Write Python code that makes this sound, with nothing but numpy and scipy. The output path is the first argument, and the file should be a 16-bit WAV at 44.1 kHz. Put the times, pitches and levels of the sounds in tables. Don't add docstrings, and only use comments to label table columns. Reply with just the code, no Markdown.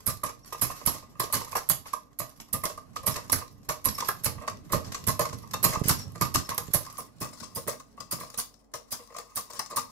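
import sys
import numpy as np
from scipy import signal
from scipy.fft import rfft, irfft, next_fast_len
from scipy.io import wavfile
from scipy.ndimage import uniform_filter1d, map_coordinates

SR = 44100
rng = np.random.default_rng(int(sys.argv[2]) if len(sys.argv) > 2 else 0)


def wav_out(sig):
    wavfile.write(sys.argv[1], SR, np.round(np.clip(np.atleast_2d(sig).T, -1, 1) * 32767).astype(np.int16))


N = 437031


def amp(db):
    return 10 ** (np.asarray(db) / 20)


def unit(x):
    return x / np.sqrt(np.mean(x ** 2) + 1e-20)


def along(points, hz):
    f, *columns = np.transpose(points)
    return np.array([np.interp(np.log(hz + 1), np.log(f + 1), column) for column in columns])


def curves(rows):
    seconds, *columns = np.transpose(rows)
    return [np.interp(np.arange(N) / SR, seconds, column) for column in columns]


def wobble(rate, size=N):
    points = rng.standard_normal(int(size * rate / SR) + 4)
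    return map_coordinates(points, [np.arange(size) * rate / SR])


def filtered(x, response):
    m = next_fast_len(N + SR // 2)
    gain = response(np.fft.rfftfreq(m, 1 / SR))
    gain = gain / np.sqrt(np.mean(abs(gain) ** 2))
    return irfft(rfft(x, m) * gain, m)[..., :N]


def modes(table):
    def response(f):
        total = 0
        for k, (centre, width, db) in enumerate(table):
            resonance = 1j * f * width / (centre * centre - f * f + 1j * f * width)
            total = total + (-1) ** k * amp(db) * resonance
        return total
    return response


def chatter(s, db, life, rise, fall, lumps):
    force, t = np.zeros(N + SR), np.arange(SR // 4) / SR
    for start, level, t60, up in zip(s, db, life, rise):
        build = (1 - np.exp(-1.5 * t / max(up, .0002))) ** 2
        decay = amp(level - 60 * (t / max(t60, .003)) ** fall)
        force[round(start * SR):][:len(t)] += decay * build
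    return force[:N] * unit(lumps)


# t/s, share of the turn [0-1]
PHONE_TURN = [(0, 0.03), (6.7, 0.15), (7.3, 0.94), (8.5, 0.86), (9.91, 1)]


def turned(pair, gain):
    port_lag = 5 / SR

    def lag(hz):
        return np.exp(-2j * np.pi * hz * port_lag * np.array([[0], [1], [0], [1]]))

    heard = filtered(np.tile(pair, (2, 1)), lambda hz: gain(hz) * lag(hz))
    turn, = curves(PHONE_TURN)
    return heard[:2] * (1 - turn) + heard[2:] * turn


def ports(force, gain, alike, patchy_db=3):
    z = signal.stft(rng.standard_normal((3, N)), nperseg=512)[2]
    patches = uniform_filter1d(rng.standard_normal(z.shape[1:]), size=3, axis=0)
    patches = uniform_filter1d(patches, size=4, axis=1)
    patchy_noise = signal.istft(z * amp(patchy_db * unit(patches)), nperseg=512)[1][:, :N]
    shared, *own = unit(patchy_noise)
    share = np.clip(alike, 0, 1)
    impacts = np.sqrt(share) * shared + np.sqrt(1 - share) * np.array(own)
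    return turned(force * impacts, gain)


# f/Hz, relative level/dB per Hz
ROOM_AIR = [(15, -33), (25, -1.5), (170, -6.5), (223, 9.5), (317, -16), (405, -2), (677, -3.5),
            (1070, -14.5), (2350, -32.5), (5280, -47.5), (16000, -46.5)]
# f/Hz, level/dB before a 4.5 dB lift and wavering
APPLIANCES = [(48, -70), (288, -75)]


def background():
    air = unit(filtered(rng.standard_normal((2, N)), lambda hz: amp(along(ROOM_AIR, hz))))
    t, hum = np.arange(N) / SR, 0
    for hz, db in APPLIANCES:
        level = amp(db + 4.5 + 3.4 * wobble(2.6))
        hum = hum + level * np.sin(2 * np.pi * hz * t + 1.7 * wobble(3.6))
    return amp(-65) * air + hum


# t/s, whirr level/dB before each layer's own trim
CLOCKWORK = [(0,-68),(.4,-75),(.72,-59.5),(1.1,-76),(1.45,-60.5),(2.13,-78.5),(2.4,-73),(2.87,-80),(3.15,-60.5),(3.6,-79.5),(4.04,-61),(4.62,-74),(4.71,-65.5),(5.45,-67.5),(5.8,-70),(6.9,-60),(7.13,-80.5),(7.4,-66.5),(7.9,-81.5),(8.25,-63),(8.66,-88.5),(9.05,-70),(9.91,-67.5)]
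# t/s, gear tick level/dB before a 3.5 dB lift,
# wire joint level/dB above the tick, tick chatter time [s]
CLASHES = [(.059,-24,-9,0.11),(.2345,-28,-5,0.011),(.237,-30,-8,0.034),(.258,-40.5,2.5,0.043),(.292,-48,6,.028),(.455,-53,2.5,0.1),(.524,-36.5,1,0.033),(.574,-49,-1.5,0.082),(.611,-21,-6,0.094),(.706,-37,-3.5,.041),(.765,-47,-17.5,0.017),(.853,-33,-6,.03),(.86,-19,-21,0.041),(.869,-18,-7,.051),(.89,-33.5,-0.5,.033),(.906,-42,-2.5,0.18),
           (1.196,-22,-5,.028),(1.203,-30,-1.5,0.047),(1.23,-38,5.5,.051),(1.325,-21,-16,0.013),(1.327,-20.5,-5.5,0.088),(1.403,-44,3,.048),(1.493,-48,-12,.012),(1.514,-40,-11,.012),(1.527,-46,-1,.04),(1.551,-31,-6,0.035),(1.564,-30,-1.5,0.051),(1.689,-17.5,-31,.021),(1.695,-19.5,-5.5,.059),(1.855,-51,3,.12),(1.931,-35.5,1.5,.03),
           (2.187,-24,-8.5,.051),(2.213,-47,1,.051),(2.291,-48.5,-5,0.043),(2.373,-56.5,-5.5,0.016),(2.399,-52.5,12.5,.018),(2.406,-43.5,-6,.031),(2.527,-23,-11,0.064),(2.636,-26.5,-11.5,.037),(2.652,-31,2.5,.023),(2.689,-42.5,2.5,0.055),(2.774,-44.5,-1,.029),(2.957,-40.5,4,.04),
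           (3.03,-47,-3,.03),(3.06,-20,-7,.078),(3.097,-37,-3,.077),(3.153,-42,4,0.069),(3.297,-30,2,0.01),(3.319,-15,-30,.021),(3.324,-18.5,-5,0.034),(3.337,-32,-2,0.12),(3.688,-28.5,0,0.03),(3.697,-34.5,0,0.064),(3.842,-31.5,-6,0.045),(3.848,-17.5,-9.5,0.055),(3.883,-35.5,9,0.029),(3.933,-44,-4,.13),(3.977,-36.5,-1,.048),
           (4.002,-32.5,1.5,0.019),(4.04,-47.5,4,0.087),(4.072,-36,-4,.02),(4.083,-27.5,-1,0.029),(4.235,-36,-6,.04),(4.244,-14.5,-20,0.022),(4.251,-20.5,-5.5,0.055),(4.475,-41,11.5,0.025),(4.7,-65,-3,.05),(4.717,-27,-1,.087),(4.836,-64,15,0.12),(4.918,-42,7,.036),(4.943,-41.5,10.5,0.038),
           (5.065,-20.5,-6,.097),(5.192,-20,-6.5,.025),(5.205,-31,2,.054),(5.252,-36,4,.024),(5.327,-41.5,3,0.031),(5.421,-49,-19,0.0098),(5.508,-49,4,0.033),(5.534,-30,4.5,.025),(5.627,-25.5,-4,0.054),(5.637,-18,-5,0.074),(5.68,-39,5,0.12),(5.728,-36,0.5,.054),(5.794,-48,2.5,.028),(5.835,-45.5,9,0.048),(5.852,-43,5,0.17),(5.882,-13,-14,0.03),(5.891,-22,-1,.065),(5.986,-44,3.5,0.063),
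           (6.156,-50.5,10,0.013),(6.211,-21,-2.5,0.012),(6.218,-24.5,3.5,0.036),(6.249,-46,9,0.026),(6.34,-22.5,-1.5,0.052),(6.355,-23.5,-1,0.027),(6.381,-43,7,0.04),(6.4915,-32,-1,0.011),(6.497,-37,3.5,0.04),(6.544,-32.5,-9,0.025),(6.578,-18,-8,0.019),(6.732,-16.5,-10,0.077),(6.977,-35.5,-9.5,.085),
           (7.2,-33,-5.5,.11),(7.324,-61.5,6,.073),(7.398,-53,10,0.031),(7.425,-48.5,7.5,.051),(7.548,-28.5,-8.5,0.1),(7.6742,-26,-5,.012),(7.678,-31.5,-4.5,.037),(7.689,-39.5,2,.075),(7.796,-48.5,3.5,.027),
           (8.001,-44.5,4.5,0.028),(8.108,-28,-3.5,.086),(8.193,-45,2,0.099),(8.264,-62,-9,.02),(8.337,-58,1,.04),(8.373,-28,-4.5,0.093),(8.7367,-41,5,0.017),(8.74,-46,4,.078),(8.906,-46,-3,0.045),(8.914,-33,-2,0.083),
           (9.14,-58,6,0.023),(9.164,-42,2,.02),(9.182,-40.5,3,0.034),(9.35,-48,-3,.04),(9.356,-34,-6.5,0.05),(9.362,-32.5,-2,0.088),(9.498,-53.5,9.5,.04),(9.533,-47,6,.015),(9.54,-55,10,0.12),(9.592,-30.5,3.5,.016),(9.699,-48,4.5,.063),(9.758,-27,-2.5,.08)]
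# f/Hz, then level/dB at left, right, left turned away, right turned away
GEAR_COLOUR = [(6000, -41, -26, -48.5, -54.5), (8450, -24.5, -12, -11.5, -16),
               (9240, -16.5, -16, -20, -0.5), (10550, -25.5, -4.5, -15, -5.5), (11750, -18, 2.5, -12, -8.5),
               (12940, -20.5, -12.5, -27.5, -7.5), (13800, -24, -15, -17, -10.5),
               (15370, -19.5, -25, -8.5, -9.5), (15800, -30.5, -23, -23, -19)]
# f/Hz, then level/dB at left, right, left turned away, right turned away
WIRE_COLOUR = [(302, -12.5, 0.5, -18, -27), (1249, -7, -4, -5.5, -5), (2270, -12.5, -6, -9, -23),
               (3050, -12, -9.5, -9.5, -19), (4500, -6, -5.5, -1, -13.5), (5340, -2.5, -4.5, 3, -15),
               (5830, -4.5, -3, 1, -15.5), (7700, -3.5, -13, -1.5, -13), (8970, -18, -14.5, -9, -19.5),
               (10000, -40, -29, -34.5, -41.5)]


def metal():
    s, db, wire_db, life = np.transpose(CLASHES)
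    whirr_db, = curves(CLOCKWORK)
    whirr = amp(whirr_db + 4.7 * wobble(60))

    at = rng.random(400) * 400 / 22
    size, tone = rng.standard_normal((2, 400))
    inside = at < N / SR
    stray_db = whirr_db[(at[inside] * SR).astype(int)] + 11.5 + 4 * size[inside]
    s, db = np.r_[s, at[inside]], np.r_[db, stray_db]
    wire_db = np.r_[wire_db, 3 + 5 * tone[inside]]
    life = np.r_[life, np.full(inside.sum(), 0.013)]

    rise = 0.057 * life
    rebounds = wobble(140)
    tick_lumps = amp(0.91 * rebounds + 3.84 * wobble(400))
    ticks = chatter(s, db + 3.5, life, rise, fall=1.35, lumps=tick_lumps)
    ticks += amp(-0.9) * whirr
    clack_lumps = amp(1.9 * rebounds + 2.5 * wobble(300))
    clacks = chatter(s, db + wire_db + 3.5, 1.293 * life, 2.06 * rise, fall=1.404, lumps=clack_lumps)
    clacks += amp(3.5) * whirr
    gears = ports(ticks, lambda hz: amp(along(GEAR_COLOUR, hz)), alike=0.17)
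    return gears + ports(clacks, lambda hz: amp(along(WIRE_COLOUR, hz)), alike=0.24)


# t/s, level/dB before each layer's lift, chatter time [s]
BLOWS = [(.071,-36.5,0.09),(0.231,-26,0.034),(.287,-32,0.036),(0.523,-26.5,0.024),(0.544,-37,.026),(.613,-33.5,0.056),(0.643,-38,0.036),(0.697,-32,0.043),(.811,-39,0.029),(0.869,-34,0.054),(.941,-40,0.071),
         (1.021,-47,0.052),(1.153,-44,0.013),(1.197,-19.5,0.015),(1.205,-31,0.064),(1.299,-42,.02),(1.324,-30.5,0.13),(1.41,-34,0.027),(1.527,-27,0.015),(1.551,-26,0.033),(1.696,-24.5,0.032),(1.854,-37.5,.033),(1.931,-31,0.037),
         (2.199,-26.5,0.014),(2.214,-31,.026),(2.534,-34,0.08),(2.634,-23.5,0.032),(2.654,-33,0.051),(2.696,-36,0.026),(2.774,-41.5,0.032),(2.96,-29.5,.028),
         (3.03,-44.5,0.057),(3.063,-31,0.082),(3.15,-34,0.12),(3.297,-28,0.01),(3.327,-26,0.028),(3.412,-35.5,.04),(3.686,-26.5,0.069),(3.852,-28.5,0.061),(3.98,-30.5,.021),
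         (4.002,-23.5,0.019),(4.02,-29.5,0.037),(4.084,-20.5,0.023),(4.252,-33.5,0.1),(4.377,-41,.04),(4.407,-41,0.12),(4.475,-22.5,0.025),(4.694,-41.5,0.089),(4.727,-23.5,0.069),(4.943,-32.5,0.025),
         (5.075,-27.5,0.084),(5.191,-17.5,0.031),(5.212,-21.5,0.024),(5.25,-28.5,0.024),(5.326,-36.5,0.021),(5.431,-52,.049),(5.536,-20.5,0.024),(5.637,-21,0.064),(5.694,-35,0.016),(5.722,-24.5,0.065),(5.753,-24,0.019),(5.9,-25,0.036),
         (6.149,-38,0.047),(6.207,-23,0.073),(6.351,-23,0.025),(6.372,-43,.036),(6.488,-25.5,0.012),(6.499,-34,0.094),(6.578,-31,0.038),(6.739,-26.5,0.057),(6.862,-38,0.021),(6.978,-35.5,0.05),
         (7.212,-28.5,0.097),(7.326,-46.5,0.039),(7.426,-37,0.032),(7.561,-34.5,0.068),(7.672,-27,0.061),(7.73,-35.5,0.019),(7.798,-43.5,.024),(7.974,-43.5,0.036),
         (8.002,-38,0.047),(8.111,-32.5,0.084),(8.185,-36.5,0.013),(8.204,-31.5,.039),(8.231,-36.5,0.026),(8.339,-37,0.02),(8.384,-33,0.043),(8.735,-33,0.049),(8.916,-43.5,0.08),
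         (8.99,-46,0.065),(9.1,-48,.03),(9.122,-39.5,0.017),(9.145,-35,0.022),(9.162,-34,.02),(9.183,-28.5,0.019),(9.366,-34,0.073),(9.497,-42,0.041),(9.527,-43,0.089),(9.59,-28,0.037),(9.697,-41.5,0.16),(9.766,-24.5,0.06),(9.791,-29,.023)]
# t/s, level/dB
LIMB_SLAPS = [(.234, -35), (1.196, -33), (1.552, -31), (1.573, -30), (3.689, -35), (4.086, -23),
              (4.477, -32), (5.535, -35), (6.211, -32), (6.579, -32), (7.674, -37), (9.592, -29)]
# f/Hz, width [Hz], relative level/dB
SHELL_MODES = [(832, 56, -10), (1078.5, 98.5, 2.5), (1224.3, 60, 2), (1590, 20, -23), (1599, 35, -14.5),
               (1962, 200, -14.5), (2706, 60, -14)]
# f/Hz, width [Hz], relative level/dB
BELLY_MODES = [(314.5, 730, -15), (472.5, 19.6, 4), (607, 73, -0.5), (768, 140, -23)]
# f/Hz, width [Hz], relative level/dB
LIMB_MODES = [(815, 320, 3), (1730, 530, 0), (2230, 1300, -11.5)]
# level/dB at left, right, left turned away, right turned away
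FIGURE_BALANCE = (-2, 3, -0.5, -0.9)


def figure():
    s, db, life = np.transpose(BLOWS)
    rise = 0.073 * life
    belly_db = -10 - 0.38 * (db + 29.5) + 2 * rng.standard_normal(len(s))
    at_ports = amp(FIGURE_BALANCE)[:, None]

    shell = chatter(s, db + 1.5, life, rise, fall=1.48, lumps=amp(1.2 * wobble(200)))
    shell += amp(curves(CLOCKWORK)[0] + 3.5 + 3.5 * curves(PHONE_TURN)[0] + 3.8 * wobble(50))
    belly = chatter(s, db + belly_db + 3.0, life, rise, fall=1.68, lumps=amp(1.5 * wobble(150)))
    s, db = np.transpose(LIMB_SLAPS)
    slap_life, slap_rise = np.full(len(s), .04), np.full(len(s), .0008)
    limbs = chatter(s, db, slap_life, slap_rise, fall=1.46, lumps=amp(4.3 * wobble(300)))

    def heard(force, body, alike):
        return ports(force, lambda hz: at_ports * modes(body)(hz), alike)

    return heard(shell, SHELL_MODES, .7) + heard(belly, BELLY_MODES, .85) + heard(limbs, LIMB_MODES, .6)


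# t/s, level/dB before a 21 dB lift
JOLTS = [(0.075, -28), (0.234, -34), (0.624, -26.5), (0.867, -31), (1.194, -34), (1.343, -28),
         (1.702, -29.5), (2.201, -34.5), (2.539, -30), (2.633, -36), (3.079, -27), (3.332, -28.5),
         (3.686, -35.5), (3.863, -27), (4.257, -27), (4.353, -36), (4.487, -43.5), (4.734, -20),
         (4.87, -33), (5.076, -22.5), (5.197, -27.5), (5.332, -33), (5.537, -37), (5.649, -20),
         (5.69, -30.5), (5.897, -20.5), (6.213, -20.5), (6.356, -24), (6.608, -39.5), (6.744, -28),
         (7.212, -28.5), (7.413, -38), (7.563, -34), (7.668, -32.5), (7.995, -45.5), (8.128, -31.5),
         (8.211, -41), (8.377, -40), (8.736, -46), (8.923, -42), (9.361, -42.5), (9.582, -48),
         (9.763, -40.5)]
# t/s, level/dB before wavering
STEEL_TREMBLE = [(0,-61.5),(1.45,-58),(2.13,-70),(3.1,-52.5),(3.6,-60.5),(4.7,-52.5),(5.45,-53),(5.8,-46),(6.45,-57.5),(7.1,-58.5),(8.25,-64),(8.66,-77.5),(9.91,-66)]
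# f/Hz, width [Hz], relative level/dB
STOVE_MODES = [(55, 41, -16), (102.2, 24, 0.5), (131.2, 27, -1.5), (160, 52.7, -5.5), (248, 43, -7),
               (288, 71, -13.5)]
# f/Hz, then level/dB at left, right, left turned away, right turned away
BOOM_BALANCE = [(150, -8, 4, -5, -0.5), (300, 3, -5, -0.5, 8)]


def stove():
    def gain(hz):
        return amp(along(BOOM_BALANCE, hz)) * modes(STOVE_MODES)(hz)

    pushes = np.zeros(N)
    for s, db in JOLTS:
        pushes[round(s * SR)] = amp(db + 21)
    tremble = amp(curves(STEEL_TREMBLE)[0] + 1.7 * wobble(17))
    return turned(np.array([pushes, pushes]), gain) + ports(tremble, gain, alike=0.67)


# f/Hz, time to fall 60 dB [s]
ECHO_TIME = [(100, 0.29), (500, 0.3), (1500, 0.22), (4000, .28), (10000, 0.21)]


def kitchen(x, count=4):
    hz, t, z = signal.stft(rng.standard_normal((count, 2, SR // 2)), SR, nperseg=256)
    tails = signal.istft(z * amp(-60 * t / along(ECHO_TIME, hz).T), SR, nperseg=256)[1]
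    turn_of_tail = np.arange(N) * 8 // SR % count
    echo = 0
    for k, tail in enumerate(tails):
        tail = tail / np.linalg.norm(tail[0])
        echo = echo + signal.fftconvolve(x * (turn_of_tail == k), tail, axes=1)[:, :N]
    return echo


# t/s of the loudest point, f/Hz, level/dB before wavering and the port trim,
# length [s] from that point to about a third of it
SQUEAKS = [(.438, 5660, -56, 0.007), (1.42, 5240, -51, .012), (3.126, 5370, -39.5, 0.0094),
           (3.953, 5380, -36.5, 0.0067), (5.991, 5710, -40.5, 0.016), (6.023, 5480, -44, 0.014),
           (6.458, 5340, -45, .01), (7.567, 5400, -51, .01)]


def pivot():
    t, tone = np.arange(-1500, 1500) / SR, np.zeros(N)
    for s, hz, db, length in SQUEAKS:
        level = amp(db + 2.5 * wobble(200, len(t))) * np.exp(-(t / length) ** 2)
        wave = np.sin(2 * np.pi * hz * t + 0.93 * wobble(150, len(t)))
        tone[round(s * SR) - 1500:][:len(t)] += level * wave
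    return tone * amp([[1.5], [-1.5]])


# t/s, level/dB at the right port
GRIP_SHIFTS = [(5.773, -21.5), (5.816, -12), (5.857, -18), (5.878, -19.5), (5.909, -18), (6.686, -27),
               (6.704, -32), (6.756, -22)]


def hand():
    t, air = np.arange(-400, 800) / SR, np.zeros(N)
    suck = np.exp(-(t / 0.00067) ** 2)
    push = 0.88 * np.exp(-((t - .003) / 0.0014) ** 2)
    last_suck = 0.42 * np.exp(-((t - .007) / 0.00067) ** 2)
    for s, db in GRIP_SHIFTS:
        air[round(s * SR) - 400:][:len(t)] += amp(db) * (push - suck - last_suck)
    return air * amp([[-14], [0]])


def scene():
    bright, dull, boom = metal() + pivot(), figure(), stove()
    echo = kitchen(amp(-4.5) * bright + amp(-3.5) * dull + amp(2.0) * boom)
    return bright + dull + boom + echo + hand() + background()


# f/Hz, level/dB
PORT_TREBLE = [(15700, 0), (16000, -25.5), (16800, -36)]


def record(dry):
    m = next_fast_len(N + SR // 2)
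    hz = np.fft.rfftfreq(m, 1 / SR)
    response = amp(along(PORT_TREBLE, hz)) * (hz < 16800)
    return irfft(rfft(dry, m) * response, m)[:, :N]


dry = scene()
out = record(dry)
wav_out(out)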